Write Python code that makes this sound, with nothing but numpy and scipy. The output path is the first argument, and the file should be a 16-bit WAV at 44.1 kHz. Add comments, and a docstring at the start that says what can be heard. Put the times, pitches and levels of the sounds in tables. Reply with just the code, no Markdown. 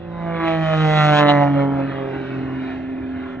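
"""An aerobatic plane comes in faintly, swells as it passes high overhead, then pulls away, its pitch sinking.
Three propeller blades and six cylinders beat at one rate: a deep drone of four harmonics, and above it
sharp blade pulses that rasp while it is near and blur into a rush of noise as it recedes.
Uneven cylinders put a burble between the harmonics, and a low roar of noise crests after the pass.
Light wind, low noise with slow bumps of level, stays under it all."""
import sys
import numpy as np
from scipy import signal
from scipy.fft import rfft, irfft, next_fast_len
from scipy.io import wavfile
from scipy.ndimage import uniform_filter1d, minimum_filter1d, map_coordinates

SR = 44100
rng = np.random.default_rng(int(sys.argv[2]) if len(sys.argv) > 2 else 0)


def wav_out(sig):
    """Save sig, one row per channel (or a flat mono array), as 16-bit PCM at SR to the path in sys.argv[1]."""
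    wavfile.write(sys.argv[1], SR, np.round(np.clip(np.atleast_2d(sig).T, -1, 1) * 32767).astype(np.int16))


N = 149940

# shared blade and firing rate as heard, sinking through the pass: time_s, pitch_hz
PASSING_PITCH = [(0, 172.1), (.27, 168.5), (.5, 162.7), (.9, 154.1), (1.3, 145.4), (1.55, 140.3),
                 (1.8, 137), (2.0, 135.2), (2.3, 132.4), (2.7, 130.8), (3.0, 130.9), (3.4, 128.5)]


def passing_pitch():
    """Blade and firing rate in Hz at every sample, before the slight waver."""
    return curves(PASSING_PITCH)[0]


def count_beats():
    """Running count of blade beats: the pitch, with a slight random waver, added up over time."""
    waver = 1 + 0.00052 * wobble(13.1)
    return np.cumsum(passing_pitch() * waver) / SR


# levels of the upper sound, before flutter: time_s, body_db, rasp_db, edge_db, hiss_db
UPPER_LEVELS = [(0.02, -59, -55, -57.5, -81.5), (0.16, -42, -45, -57.5, -77.5),
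                (0.27, -37.5, -37, -53, -72), (0.37, -39, -33, -48, -72), (0.44, -32, -27.5, -42.5, -65),
                (0.479, -27, -26.5, -34.5, -57.5), (0.591, -30, -34, -42.5, -61.5),
                (0.67, -32.5, -29.5, -37, -56.5), (0.79, -31, -27, -37.5, -52),
                (0.88, -23.5, -28.5, -35, -50.5), (1.02, -20.5, -19, -29.5, -47),
                (1.12, -18, -21, -31, -47.5), (1.19, -16, -17, -20.5, -39), (1.252, -26.5, -22, -39, -62.5),
                (1.302, -11, -20.5, -21.5, -51), (1.334, -24.5, -25, -41, -59),
                (1.43, -18.5, -28.5, -41.5, -59), (1.521, -32, -36.5, -50, -68.5),
                (1.6, -29, -31.5, -44.5, -64.5), (1.689, -32.5, -37.5, -54, -71),
                (1.8, -28.5, -37.5, -50.5, -67), (1.871, -45, -37, -48.5, -68.5),
                (1.93, -38.5, -37, -47, -71), (2.079, -34, -38, -51.5, -70.5),
                (2.29, -43.5, -40.5, -49.5, -67), (2.46, -41.5, -41.5, -53.5, -72.5),
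                (2.719, -40.5, -38.5, -47.5, -66), (2.771, -39.5, -44.5, -53.5, -70.5),
                (2.949, -46, -46.5, -57.5, -78.5), (3.3, -46.5, -40, -55, -73), (3.4, -44, -46, -59.5, -78)]
# those four bands: low_hz, high_hz, pulses_over_noise_db (added to the clarity)
UPPER_BANDS = [(480, 1000, 8), (1000, 2600, -1.5), (2600, 4300, -8.5), (4600, 11000, -13)]
# how far the blade pulses stand out of the rush: time_s, clarity_db
PULSE_CLARITY = [(0, -1), (.3, 5), (.5, 8), (.75, 9), (1.05, 16), (1.25, 14), (1.4, 9), (1.55, 1),
                 (1.8, -4), (2.1, -6), (2.4, -14), (3.4, -18)]
FLUTTER_DB, FLUTTER_RATE = 1, 24.66  # level flutter of each band, knots a second


def propeller(beats):
    """Blade pulses and the rush of air that surges with them, blended band by band."""
    clarity_db, = curves(PULSE_CLARITY)
    pulses = echoed_pulses(beats)
    rush = air_rush(beats, clarity_db)
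    out = 0
    for (low_hz, high_hz, clear_db), level_db in zip(UPPER_BANDS, curves(UPPER_LEVELS)):
        clear = amp(clarity_db + clear_db)
        blend = clear * band(pulses, low_hz, high_hz) + band(rush, low_hz, high_hz)
        blend = blend / np.sqrt(1 + clear ** 2)  # the mix does not change the level
        out = out + blend * amp(level_db + FLUTTER_DB * wobble(FLUTTER_RATE))
    return out


# relative colour of a blade pulse, each band being levelled afterwards: frequency_hz, level_db
BLADE_COLOUR = [(600, 26), (760, 15.5), (1050, 2.5), (1350, 0), (2050, -4.5), (2450, -15), (3000, -23.5),
                (3900, -22.5), (4900, -40.5), (6500, -36), (8000, -50.5), (10000, -70)]
# relative pulse size of the six cylinders over one engine cycle: size_db
CYLINDER_SIZES = [-0.73, -0.64, 1, 1, -.8, -0.3]
JITTER_S, SIZE_SCATTER_DB = 1.9e-5, 1.2  # unevenness from pulse to pulse
SHIMMER_DB, SHIMMER_RATE = 2.2, 10.08  # level drift of each harmonic, knots a second
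SCATTER_RAD_PER_HZ, SCATTER_RATE = 2.7e-4, 28  # phase drift of each harmonic, knots a second


def blade_pulses(beats, count=66):
    """The harmonics above the drone meet in one sharp spike a beat, uneven in time and size.
    Turbulent air makes each shimmer and scatters its phase, the higher ones most."""
    pitch_hz = passing_pitch()
    beat = np.arange(1024)
    late, size = rng.standard_normal((len(beat), 2)).T
    late_beats = JITTER_S * pitch_hz * np.interp(beats, beat, late)
    turn = 2 * np.pi * (beats + late_beats)
    cylinder_db = np.take(CYLINDER_SIZES, beat, mode="wrap")
    size_db = np.interp(beats, beat, SIZE_SCATTER_DB * size + cylinder_db)
    out = 0
    for n in range(5, count):
        hz = n * pitch_hz
        scatter = np.minimum(SCATTER_RAD_PER_HZ * hz, 1) * wobble(SCATTER_RATE)
        level_db = along(BLADE_COLOUR, hz) + SHIMMER_DB * wobble(SHIMMER_RATE)
        out = out + amp(level_db) * np.cos(n * turn + scatter)
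    return amp(size_db) * out


# near reflection behind each pulse: time_s, delay_s
PULSE_ECHO = [(0, 0.002035), (0.599, 0.00164), (1.103, 0.001444), (1.217, 0.001025), (1.699, 0.0009)]


def echoed_pulses(beats):
    """Each blade pulse is followed by a near reflection, whose drifting delay moves a comb through the tone."""
    return reflected(blade_pulses(beats), PULSE_ECHO, gain=.52)


# relative colour of the rush: frequency_hz, level_db_per_hz
RUSH_COLOUR = [(400, -10.5), (540, -4.5), (720, -6), (1000, -6), (1450, 0), (2100, -4.5), (2900, -9),
               (3300, -16.5), (3900, -21.5), (4700, -35.5), (6200, -44.5), (7500, -58.5), (9000, -69.5)]
# ground bounce of the rush: time_s, delay_s
GROUND_BOUNCE = [(0, .0012), (1.998, 0.002457), (2.603, 0.00285), (3.4, 0.0029)]
RUSH_PULSING = 0.36  # limit of the surge depth, approached as the pulses get clearer


def air_rush(beats, clarity_db):
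    """Patchy noise with a ground bounce, surging once a beat, more deeply the clearer the pulses."""
    bounced = np.array([reflected(ear, GROUND_BOUNCE, gain=0.4) for ear in noise(RUSH_COLOUR, patchy_db=3)])
    depth = RUSH_PULSING / (1 + amp(-clarity_db))
    surge = np.exp(depth * np.cos(2 * np.pi * beats))
    return bounced * surge / np.sqrt(np.i0(2 * depth))  # the surge adds no power


# levels of the four lowest harmonics, which fade in and out separately: time_s, level_db
FIRST_HARMONIC = [(0, -38.5), (.22, -28.5), (.35, -27), (.44, -33.5), (.6, -22.5), (.85, -17), (1.1, -16.5),
                  (1.3, -20.5), (1.6, -20), (1.7, -25.5), (1.85, -28), (2.0, -34), (2.25, -35.5),
                  (2.4, -31.5), (2.62, -37.5), (2.72, -50), (2.92, -50.5), (3.2, -68), (3.4, -42)]
SECOND_HARMONIC = [(0, -41), (0.101, -38), (.19, -43.5), (.27, -31), (0.348, -35), (0.438, -21.5),
                   (0.551, -26), (.63, -28), (0.681, -41.5), (0.752, -30), (1.018, -32.5), (1.198, -19),
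                   (1.619, -20.5), (1.848, -22), (1.931, -34), (2.28, -33), (2.418, -26.5), (2.679, -29),
                   (3.08, -27), (3.4, -34.5)]
THIRD_HARMONIC = [(0, -43.5), (0.259, -42), (0.361, -30), (.44, -41.5), (0.546, -32), (.64, -49),
                  (0.718, -32), (0.899, -26.5), (1.019, -34.5), (1.198, -25), (1.401, -32.5), (1.5, -69.5),
                  (1.6, -29.5), (1.721, -34.5), (1.838, -44.5), (2.018, -28.5), (2.549, -39), (2.848, -43),
                  (3.4, -41.5)]
FOURTH_HARMONIC = [(.08, -57), (0.288, -28.5), (.39, -38), (0.491, -23.5), (0.601, -28), (0.741, -21),
                   (.8, -41), (.89, -27), (1.19, -18.5), (1.3, -18.5), (1.441, -20), (1.53, -46.5),
                   (1.571, -22), (1.63, -24), (1.72, -40.5), (1.802, -26), (1.881, -42.5), (2.041, -33),
                   (2.219, -50.5), (3.4, -61.5)]
DRONE_OFFSET_BEATS = .71  # phase offset; the lowest harmonic crests close to the blade pulse
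WAVER_DB, WAVER_RAD = 1, 0.14  # turbulence on the drone


def drone(beats):
    """The four lowest harmonics of propeller and engine, wavering in the moving air."""
    out = 0
    harmonics = [FIRST_HARMONIC, SECOND_HARMONIC, THIRD_HARMONIC, FOURTH_HARMONIC]
    for k, levels in enumerate(harmonics, 1):
        level = amp(curves(levels)[0] + WAVER_DB * wobble(13))
        phase = 2 * np.pi * k * (beats - DRONE_OFFSET_BEATS) + WAVER_RAD * wobble(25)
        out = out + level * np.sqrt(2) * np.sin(phase)  # root 2: levels are rms
    return out


# The next three add up in dB to the level of a burble line.
# rise and fall of the exhaust burble: time_s, level_db
BURBLE_LEVEL = [(0, -49.5), (.25, -43.5), (.8, -47.5), (1.2, -37.5), (1.65, -43.5), (2.0, -47),
                (2.5, -50.5), (2.9, -52), (3.4, -50.5)]
# colour of the burble: frequency_hz, level_db
PIPE_COLOUR = [(40, -35), (65, -11), (88, -3.5), (125, -12.5), (185, 1.5), (235, -1), (310, 3), (380, -8.5),
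               (450, -5), (560, -1), (680, -1), (900, -12.5), (1200, -14)]
# the five lines between two harmonics, lowest first: level_db
BETWEEN_LINES = [-2.5, 5, -5.5, -8.5, -18]
BURBLE_FADE_DB, BURBLE_FADE_RATE = 2.5, 5.36  # fading of each line, knots a second


def exhaust(beats, count=54):
    """Unequal cylinders sound at multiples of the engine cycle, each line fading on its own."""
    pitch_hz = passing_pitch()
    cylinders, out = len(CYLINDER_SIZES), 0
    for n in range(2, count):
        if n % cylinders == 0:
            continue  # the harmonics themselves belong to drone and pulses
        colour_db = along(PIPE_COLOUR, pitch_hz * n / cylinders) + BETWEEN_LINES[n % cylinders - 1]
        fade_db = BURBLE_FADE_DB * wobble(BURBLE_FADE_RATE)
        turns = beats * n / cylinders + rng.random()
        out = out + amp(colour_db + fade_db) * np.cos(2 * np.pi * turns)
    return out * amp(curves(BURBLE_LEVEL)[0])


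# swell of the plane's low roar: time_s, level_db
ROAR_LEVEL = [(0, -62.5), (.5, -49.5), (1.2, -41.5), (2.1, -34), (2.7, -38), (3.4, -42.5)]
# relative colour of the roar: frequency_hz, level_db_per_hz
ROAR_TONE = [(60, -23.5), (110, -5), (200, -1.5), (310, 10.5), (400, 5), (480, -9), (700, -29), (1500, -66)]


def low_roar():
    """Low, slightly patchy noise from the plane, rising and falling smoothly."""
    return noise(ROAR_TONE, patchy_db=1) * amp(curves(ROAR_LEVEL)[0])


# relative colour of wind on the microphone: frequency_hz, level_db_per_hz
WIND_COLOUR = [(20, -5.5), (32, -25.5), (50, -5), (80, 6), (110, 1), (200, -7.5), (600, -67)]
WIND_DB, WIND_BUMP_DB, WIND_BUMP_RATE = -43, 1.5, 12  # rms level, bump depth, knots a second


def wind():
    """Soft low bumps of wind on the microphone, as noise with a wandering level."""
    bumps = amp(WIND_BUMP_DB * wobble(WIND_BUMP_RATE))
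    return amp(WIND_DB) * unit(noise(WIND_COLOUR, patchy_db=.5) * bumps)


# width of all noise, side against mid: frequency_hz, side_over_mid_db
NOISE_SPREAD = [(60, -19.5), (500, -15), (1200, -7), (2200, -21), (4000, 5.5), (8000, -10)]


def noise(colour, patchy_db):
    """Stereo noise of rms 1 with drifting patches of gain."""
    def mid_and_side(hz):
        return amp(along(colour, hz)) * np.array([np.ones_like(hz), amp(along(NOISE_SPREAD, hz))])

    mid, side = filtered(patchy(rng.standard_normal((2, N)), patchy_db), mid_and_side)
    return unit(np.array([mid + side, mid - side]))


def patchy(x, depth_db):
    """Turbulent air lifts and drops patches of frequency and time."""
    spectrum = signal.stft(x, nperseg=1024)[2]
    field = rng.standard_normal(spectrum.shape[-2:])
    for _ in range(2):
        field = uniform_filter1d(field, size=6, axis=0)
        field = uniform_filter1d(field, size=10, axis=1)
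    return signal.istft(spectrum * amp(depth_db * unit(field)), nperseg=1024)[1][..., :N]


def reflected(x, delays, gain):
    """x and one copy whose delay drifts as the plane moves."""
    read_at = np.arange(N) - SR * curves(delays)[0]
    return x + gain * map_coordinates(x, [read_at], mode="nearest")


def band(x, low_hz, high_hz, order=16):
    """One band of x, held near rms 1 while its colour drifts."""
    def between(hz):
        return 1 / (1 + (hz / high_hz) ** order) - 1 / (1 + (hz / low_hz) ** order)

    part = filtered(x, between)
    power = np.atleast_2d(part ** 2).mean(axis=0)
    window = int(.05 * SR)
    for _ in range(2):
        power = uniform_filter1d(power, window)
    return part / np.sqrt(abs(power) + 1e-20)


def amp(db):
    """Decibels to gain."""
    return 10 ** (np.asarray(db) / 20)


def unit(x):
    """Scale to rms 1."""
    return x / np.sqrt(np.mean(x ** 2) + 1e-20)


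def along(points, hz):
    """Rows of frequency and value, read on a log frequency axis."""
    f, v = np.transpose(points)
    return np.interp(np.log(hz + 1), np.log(f + 1), v)


def curves(rows):
    """One value per sample for each column after the time."""
    s, *cols = np.transpose(rows)
    return [np.interp(np.arange(N) / SR, s, c) for c in cols]


def wobble(rate):
    """A smooth random curve, rate knots a second."""
    at = np.arange(0, N + 64, 64)
    knots = rng.standard_normal(512)
    return np.interp(np.arange(N), at, map_coordinates(knots, [at * rate / SR], mode="mirror"))


def filtered(x, response):
    """x times a response of frequency."""
    m = 2 * next_fast_len(N // 2 + 8192)
    return irfft(rfft(x, m) * response(np.fft.rfftfreq(m, 1 / SR)), m)[..., :N]


# level balance of the microphone pair: frequency_hz, left_over_right_db
PAIR_LEAN = [(60, 11), (100, 3), (180, -4), (300, -0.5), (520, -5.5), (900, -2), (1500, -1.5), (2600, -0.5),
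             (4500, -1), (8000, 0)]
# phase of the pair: frequency_hz, left_lead_rad
PAIR_TURN = [(30, 0), (140, -.45), (280, -.7), (520, -1.15), (900, -.7), (1300, -.2), (2240, .6),
             (2600, 1.6), (3300, 2.3), (4500, 2.3), (6300, 0)]


def microphone_pair(plane):
    """Two ports hear the plane with a level and phase offset, half on each side."""
    ears = np.array([[.5], [-.5]])
    return filtered(plane, lambda hz: amp(ears * along(PAIR_LEAN, hz)) * np.exp(1j * ears * along(PAIR_TURN, hz)))


def scene():
    """The plane, heard through the two microphone ports, over the wind."""
    beats = count_beats()
    plane = propeller(beats) + drone(beats) + exhaust(beats) + low_roar()
    return microphone_pair(plane) + wind()


CEILING, HOLD_S, TOP_HZ = .92, .006, 9000  # limiter ceiling (full scale 1), its smoothing time, band limit


def record(dry):
    """A limiter holds the tallest pulses; little is kept above the band limit."""
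    hold = int(HOLD_S * SR)
    needed = CEILING / np.maximum(abs(dry).max(axis=0), CEILING)
    gain = uniform_filter1d(minimum_filter1d(needed, 2 * hold), hold)
    return filtered(dry * gain, lambda hz: 1 / np.sqrt(1 + (hz / TOP_HZ) ** 32))


dry = scene()
out = record(dry)
wav_out(out)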